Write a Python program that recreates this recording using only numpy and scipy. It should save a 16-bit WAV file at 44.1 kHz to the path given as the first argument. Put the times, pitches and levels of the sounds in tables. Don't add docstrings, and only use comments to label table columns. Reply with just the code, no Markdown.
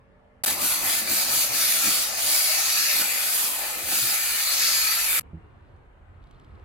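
import sys
import numpy as np
from scipy import signal
from scipy.fft import rfft, irfft
from scipy.io import wavfile
from scipy.ndimage import uniform_filter1d

SR = 44100
rng = np.random.default_rng(int(sys.argv[2]) if len(sys.argv) > 2 else 0)


def inscribe(sig):
    pcm = np.round(np.clip(np.atleast_2d(sig).T, -1, 1) * 32767)
    wavfile.write(sys.argv[1], SR, pcm.astype(np.int16))


N = 293220
TIME = np.arange(N) / SR
FRAMES = np.arange(N // 256 + 5) * 256 / SR - 256 / SR
HZ = np.fft.rfftfreq(1024, 1 / SR)


def gain_of(db):
    return 10 ** (np.asarray(db) / 20)


def evened(x):
    return x / np.sqrt(np.mean(x ** 2) + 1e-20)


def read(points):
    f, value = np.transpose(points)
    return np.interp(np.log(HZ + 1), np.log(f + 1), value)[:, None]


def follow(rows, column=1, t=TIME):
    rows = np.array(rows)
    return np.interp(t, rows[:, 0], rows[:, column])


def resonances(modes):
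    power = 0
    for hz, width, db in modes:
        distance = 2 * (HZ[:, None] - hz) / width
        power = power + gain_of(2 * db) / (1 + distance ** 2) ** 1.89
    return 10 * np.log10(power)


# (frequency [Hz], phase lead [rad])
PHASE_LEAD = [(300, 0), (1100, 1.2), (2900, 1.1), (3700, -.3), (5000, -2), (7400, -1), (11100, -1.6),
              (15500, -1.6)]


def noise(shape_db, pan, same, patchy_db, ripple_db):
    a, b, c, d, patches, *ripple = rng.standard_normal((len(FRAMES), len(HZ), 7)).T
    patches = uniform_filter1d(patches, size=10, axis=0)
    patches = evened(uniform_filter1d(patches, size=12, axis=1))
    ripple = evened(uniform_filter1d(np.array(ripple), size=60, axis=2))
    alike = np.clip(same, -1, 1)
    left = a + 1j * b
    shared = alike * left * np.exp(-1j * read(PHASE_LEAD))
    right = shared + np.sqrt(1 - alike ** 2) * (c + 1j * d)
    balance_db = np.array([.5, -.5])[:, None, None] * read(pan)
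    level_db = shape_db + patchy_db * patches + ripple_db * ripple + balance_db
    spectra = np.array([left, right]) * gain_of(level_db)
    sound = signal.istft(spectra, nperseg=1024, noverlap=768)[1][:, :N]
    return sound / np.sqrt(np.mean(sound.mean(0) ** 2))


def sputter(hz):
    return evened(signal.lfilter(*signal.butter(1, hz, fs=SR), rng.standard_normal(N)))


# (frequency [Hz], relative level [dB per Hz])
FIRST_ROOM = [(70, -17), (140, -3), (300, -11), (600, -7), (900, -9), (1500, -17), (2100, -20), (2400, -24),
              (3000, -27), (4000, -36), (6000, -44), (10000, -46), (15500, -64.5)]
# (frequency [Hz], left minus right [dB])
ROOM_PAN = [(60, -1.0), (180, -5), (550, -2.5), (1650, 1.5), (4970, 0), (15000, -1)]
# (frequency [Hz], likeness [-1 to 1])
ROOM_SAME = [(60, 0.68), (240, 0.5), (950, -0.03), (3770, -0.18), (15000, 0.23)]
# (frequency [Hz], middle level [dB])
STEADY_TONES = [(200, -78), (250, -77), (450, -77), (550, -79), (600, -78), (1726, -86)]
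FIRST_DB = -71.5


def first_room():
    tones = 0
    for hz, db in STEADY_TONES:
        level = gain_of(db + 2.5 * sputter(hz=5))
        tones = tones + level * np.sin(2 * np.pi * (hz * TIME + rng.random()))
    room = noise(read(FIRST_ROOM), ROOM_PAN, read(ROOM_SAME), patchy_db=2.0, ripple_db=1.5)
    return gain_of(FIRST_DB) * room + tones


# (time [s], low lump [dB], middle lump [dB], high lump [dB])
RUMBLE = [(0.0, -76, -74.5, -76), (0.4, -70, -73, -80), (.5, -58.5, -61.5, -70.5), (1.6, -65, -68, -59),
          (2.07, -55, -63, -69), (2.8, -63.5, -67.5, -77), (3.76, -61, -71.5, -68), (4.3, -64, -65, -70),
          (5.13, -55.5, -69, -66), (5.2, -54, -51.5, -59), (5.74, -57.5, -50, -60.5), (5.89, -54, -63, -64),
          (6.09, -53.5, -48, -62.5), (6.43, -53, -63, -57), (6.52, -54, -46.5, -64),
          (6.65, -52.5, -51, -74)]
# (frequency [Hz], width [Hz])
RUMBLE_TONES = [(42, 36), (82, 46), (125, 45)]
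JOLT_SHARE = [0.26, 1.046, 1]


def rumble():
    out = 0
    f = np.fft.rfftfreq(N, 1 / SR)
    jolt_db = np.array(SCRAPES)[:, 3] @ scrape_shapes()
    for k, (hz, width) in enumerate(RUMBLE_TONES):
        spectra = rfft(rng.standard_normal((2, N)) * [[1], [.18]])
        mid, side = irfft(spectra / (1 + (2 * (f - hz) / width) ** 2) ** 2, N)
        level = gain_of(follow(RUMBLE, column=k + 1) + JOLT_SHARE[k] * jolt_db)
        out = out + level * np.array([0.82 * mid + side, 0.94 * mid - side]) / mid.std()
    return out


# (time [s], hiss [dB], upper duct modes [dB], lower duct modes [dB], roar of the duct mouth [dB])
STEAM = [(0.47, -24.5, -34.5, -36.5, -39), (0.95, -26.5, -35.5, -36.5, -43), (1.4, -26, -31, -37.5, -43.5),
         (1.68, -25.5, -31, -34.5, -43.5), (2.0, -27, -31, -38, -44), (2.38, -24.5, -30, -35.5, -42),
         (2.55, -27.5, -28.5, -32.5, -43), (2.84, -29, -27, -32, -48), (3.0, -27.5, -34.5, -33.5, -46.5),
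         (3.18, -29, -36, -35, -46), (3.35, -26.5, -34.5, -38.5, -44), (3.55, -26.5, -40.5, -37.5, -41.5),
         (4.01, -24.5, -32.5, -37, -46), (4.3, -28.5, -35.5, -34, -46.5), (4.67, -29, -25, -33.5, -47.5),
         (5.06, -29, -35, -34.5, -45), (5.14, -24.5, -48, -34, -43), (5.2, -26, -46, -31.5, -44.5)]
# (frequency [Hz], relative level [dB per Hz])
HISS = [(880, -33.5), (1500, -3), (1670, -18), (2480, -15), (2940, -3.5), (4760, -2), (5260, -10),
        (7430, -1.5), (11500, 1.5), (15100, -1.5), (15900, -8.5)]
# (frequency [Hz], width [Hz], relative level [dB])
UPPER_MODES = [(3780, 400, -4.5), (4240, 430, -3), (4730, 1000, 1.5), (5950, 1500, -3), (6610, 2400, -4.5)]
# (frequency [Hz], width [Hz], relative level [dB])
LOWER_MODES = [(1306, 170, -5.5), (1768, 260, -6), (2022, 200, -5.5), (2462, 660, -2)]
# (frequency [Hz], relative level [dB per Hz])
ROAR = [(260, -36), (450, -8.5), (502, -3.5), (623, 1.5), (715, 0), (783, 4.5), (975, -2), (1150, 0.5),
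        (1500, -25), (2530, -120)]
# (time [s], frequency [Hz], level against the hiss [dB])
NOZZLE = [(0.47, 10900, -11), (0.64, 11260, -9.5), (2.6, 10700, -7), (2.84, 11730, -2), (4.06, 11000, -14),
          (4.92, 11400, 0.5), (5.2, 11340, -11)]
# (frequency [Hz], left minus right [dB])
STEAM_PAN = [(60, -2), (92, 5), (140, -6), (210, 2), (330, -2), (500, 3.5), (770, 4.5), (1170, 8),
             (1790, 7), (2740, 2.5), (4190, 2), (6410, -1.0), (9810, 0), (15000, 0.5)]
# (frequency [Hz], likeness [0 to 1])
STEAM_SAME = [(60, 0.76), (180, 0.12), (550, 0.05), (1650, 0.02), (4970, 0.03), (15000, 0.01)]
PLUG_SHARE = [1.15, 0.69, 0.51, 0.2]
PUFF_SHARE = [0.72, 0.82, 0.9, .9]
WHISTLE_WIDTH_HZ = 1100
DIRECT = .3


def steam():
    direct = DIRECT + np.array(SCRAPES)[:, 5] @ scrape_shapes(FRAMES)
    same = np.maximum(read(STEAM_SAME), direct)
    nozzle = resonances([(follow(NOZZLE, t=FRAMES), WHISTLE_WIDTH_HZ, 0)])
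    shapes = (nozzle, read(HISS), resonances(UPPER_MODES), resonances(LOWER_MODES), read(ROAR))
    whistle, *layers = (noise(shape_db, STEAM_PAN, same, patchy_db=1.91, ripple_db=4.0)
                        for shape_db in shapes)
    layers[0] = layers[0] + gain_of(follow(NOZZLE, column=2)) * whistle
    plug_db = plugged_db()
    puff_db = np.array(SCRAPES)[:, 4] @ scrape_shapes()
    jet = 0
    for k, layer in enumerate(layers):
        level_db = follow(STEAM, column=k + 1) - PLUG_SHARE[k] * plug_db + PUFF_SHARE[k] * puff_db
        jet = jet + gain_of(level_db) * layer
    return jet * gain_of(0.47 * sputter(hz=39.75))


# (time of deepest dip [s], half length [s], depth before each layer's share [dB])
PLUGS = [(.575, 0.049, 8), (0.811, 0.054, 5), (1.052, 0.043, 7.5), (1.276, 0.038, 5), (1.498, 0.042, 7.5),
         (1.79, 0.035, 0.5), (2.135, .09, 7), (3.064, 0.054, 1.5), (3.581, 0.11, 4), (3.789, 0.13, 8),
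         (4.205, 0.043, 1)]
PLUG_EDGE = 2.2


def plugged_db():
    return sum(db * np.exp(-abs((TIME - s) / half) ** PLUG_EDGE) for s, half, db in PLUGS)


# (time of peak [s], scrape level [dB], fade [s], jolt of the bass [dB], puff of steam [dB],
#  direct share gained [0 to 1])
SCRAPES = [(.47, -50.5, 0.089, 9, -0.5, .35), (.63, -45, 0.068, 11, 1.7, .25), (.86, -47.5, 0.12, 9, 2, .1),
           (1.12, -39.5, 0.019, 13, 1.5, .2), (1.29, -46.5, .15, 9.5, 3.5, .05),
           (1.52, -43.5, 0.089, 11, 1, .1), (1.86, -42.5, 0.094, 9, 2.5, .25),
           (2.26, -51, 0.071, 7, 0, .05), (3.02, -44.5, 0.02, 5.5, 5, .4), (3.84, -52, 0.25, 9, -0.64, .1),
           (3.93, -53.5, .05, 0, 3, .2), (4.05, -54.5, 0.017, 8, -1.5, .1), (4.63, -61, .1, 1, 1, .25)]
SCRAPE_RISE_S = 0.039


def scrape_shapes(t=TIME):
    late = t - np.array(SCRAPES)[:, :1]
    fade_s = np.array(SCRAPES)[:, 2:3]
    return np.exp(np.where(late < 0, late / SCRAPE_RISE_S, -late / fade_s))


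# (time [s], level before the wobble [dB])
BRISTLES = [(.47, -51), (2.0, -59.5), (3.4, -53), (4.4, -62), (5.2, -57)]
# (frequency [Hz], width [Hz], relative level [dB])
WALL = [(210, 55, -5), (320.7, 42, -0.5), (596, 240, -8)]
# (frequency [Hz], likeness [0 to 1])
BRUSH_SAME = [(40, 0.71), (200, 0.6), (400, 0.47), (900, .2)]


def brush():
    wall = noise(resonances(WALL), STEAM_PAN, read(BRUSH_SAME), patchy_db=2.0, ripple_db=3.0)
    scrapes = gain_of(np.array(SCRAPES)[:, 1]) @ scrape_shapes()
    drag = gain_of(follow(BRISTLES)) + scrapes
    return drag * gain_of(1.2 * sputter(hz=30)) * wall


# (time [s], level before the swell and decay [dB], ring [Hz], time to decay by 60 dB [s])
THUDS = [(1.09, -48.5, 75, .2), (3.835, -39, 78.5, 0.27), (4.021, -34, 128, 0.2)]


def thuds():
    t = np.maximum(TIME - np.array(THUDS)[:, :1], 0)
    db, hz, t60 = np.array(THUDS).T[1:, :, None]
    swell = 1 - np.exp(-t / 0.01)
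    return (gain_of(db - 60 * t / t60) * swell * np.sin(2 * np.pi * hz * t)).sum(0)


# (frequency [Hz], relative level [dB per Hz])
LAST_ROOM = [(90, -34), (177, -1.5), (279, -6.5), (336, -4), (553, -9.5), (1010, -9.5), (1960, -18),
             (2300, -21), (3600, -32), (5000, -45.5), (8000, -43), (13000, -52), (15500, -62)]
# (time [s], level [dB])
LAST_LEVEL = [(5.25, -58), (5.5, -58.5), (6.0, -59.5), (6.65, -57)]


def last_room():
    room = noise(read(LAST_ROOM), ROOM_PAN, read(ROOM_SAME), patchy_db=-0.5, ripple_db=3.0)
    return gain_of(follow(LAST_LEVEL)) * room + bump() + water()


def drop(hz, tick_db):
    t = np.arange(1500) / SR
    band = signal.butter(2, [2600, 10500], "band", fs=SR)
    grit = signal.lfilter(*band, rng.standard_normal(1500))
    ring = np.sin(2 * np.pi * hz * t) + .5 * np.sin(2 * np.pi * 1.22 * hz * t)
    ring = ring * gain_of(-60 * t / .0095)
    tick_and_splash = grit * (gain_of(-60 * t / 0.012) + .06 * gain_of(-60 * t / .05))
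    rise = np.clip(t / .0009, 0, 1) ** 2
    return rise * (ring + gain_of(tick_db) * tick_and_splash)


# (time [s], level before ring decay and stereo balance [dB], ring [Hz], tick gain against the ring [dB])
DRIPS = [(5.7632, -66, 3420, 2), (6.2276, -60, 3410, -6), (6.2396, -52, 3740, -4), (6.2709, -53, 3900, -4),
         (6.3104, -48, 3200, -2), (6.3978, -51, 3110, -3), (6.4453, -51, 3150, -3), (6.5470, -56, 2900, -8),
         (6.5962, -54, 2870, -7), (6.6266, -58, 2820, -8)]
# (time [s], level [dB])
TRICKLE = [(5.4, -87), (5.684, -78), (5.886, -92.5), (6.188, -83), (6.348, -73), (6.46, -76), (6.649, -79)]


def water():
    out = np.zeros(N + 1500)
    for s, db, hz, tick_db in DRIPS:
        start = round(s * SR)
        out[start:start + 1500] += gain_of(db) * drop(hz, tick_db)
    falls = rng.exponential(1, (16, N))
    size = gain_of(2.2 * falls) * (rng.random((16, N)) < 150 / SR)
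    tiny = sum(signal.oaconvolve(row, drop(rng.uniform(2800, 4270), -13.0))[:N] for row in size)
    wet = out[:N] + gain_of(follow(TRICKLE)) * evened(tiny)
    return np.array([gain_of(1.2) * np.roll(wet, shift=2), gain_of(-1.2) * wet])


# (frequency [Hz], relative level [dB], time to decay by 60 dB [s])
BUMP = [(84, 4, 0.16), (164, 10, 0.078), (320, -2, 0.094), (520, -10, 0.043)]
BUMP_S, BUMP_DB = 5.332, -40


def bump():
    t = np.maximum(TIME - BUMP_S - np.array([[0], [.0125], [.037]]), 0)
    swell = 1 - np.exp(-t / 0.0016)
    rings = sum(gain_of(db - 60 * t / t60) * swell * np.sin(2 * np.pi * hz * t) for hz, db, t60 in BUMP)
    knock = (gain_of([[0], [-2], [-7]]) * rings).sum(0)
    return gain_of(BUMP_DB) * knock * gain_of([[-1.2], [1.2]])


FADE_S = .001


def heard(pieces):
    gain = 0
    for start, end, db in pieces:
        inside = np.minimum(TIME - start, end - TIME)
        gain = gain + gain_of(db) * np.clip(inside / FADE_S + .5, 0, 1)
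    return gain


# (start [s], end [s], gain [dB])
FIRST_PIECES = [(-.01, .427, 10), (.427, .432, -35)]
# (start [s], end [s], gain [dB])
STEAM_PIECES = [(.4365, .4507, 1), (.4507, .4545, -29), (.4545, .4605, -17), (.4605, 5.1967, 0),
                (5.197, 5.2203, -31), (5.209, 5.2125, -18), (5.2203, 5.235, -54)]
# (start [s], end [s], gain [dB])
LAST_PIECES = [(5.199, 5.22, 1), (5.22, 5.229, -17), (5.229, 6.644, 0)]


def scene():
    low = rumble()
    scenes = ((FIRST_PIECES, first_room()),
              (STEAM_PIECES, steam() + brush() + thuds()),
              (LAST_PIECES, last_room()))
    return sum(heard(pieces) * (sound + low) for pieces, sound in scenes)


EDGE_HZ = 15950


def record(dry):
    low_pass = signal.firwin(511, EDGE_HZ, window=("kaiser", 9), fs=SR)
    return signal.oaconvolve(dry, low_pass[None], "same")


dry = scene()
out = record(dry)
inscribe(out)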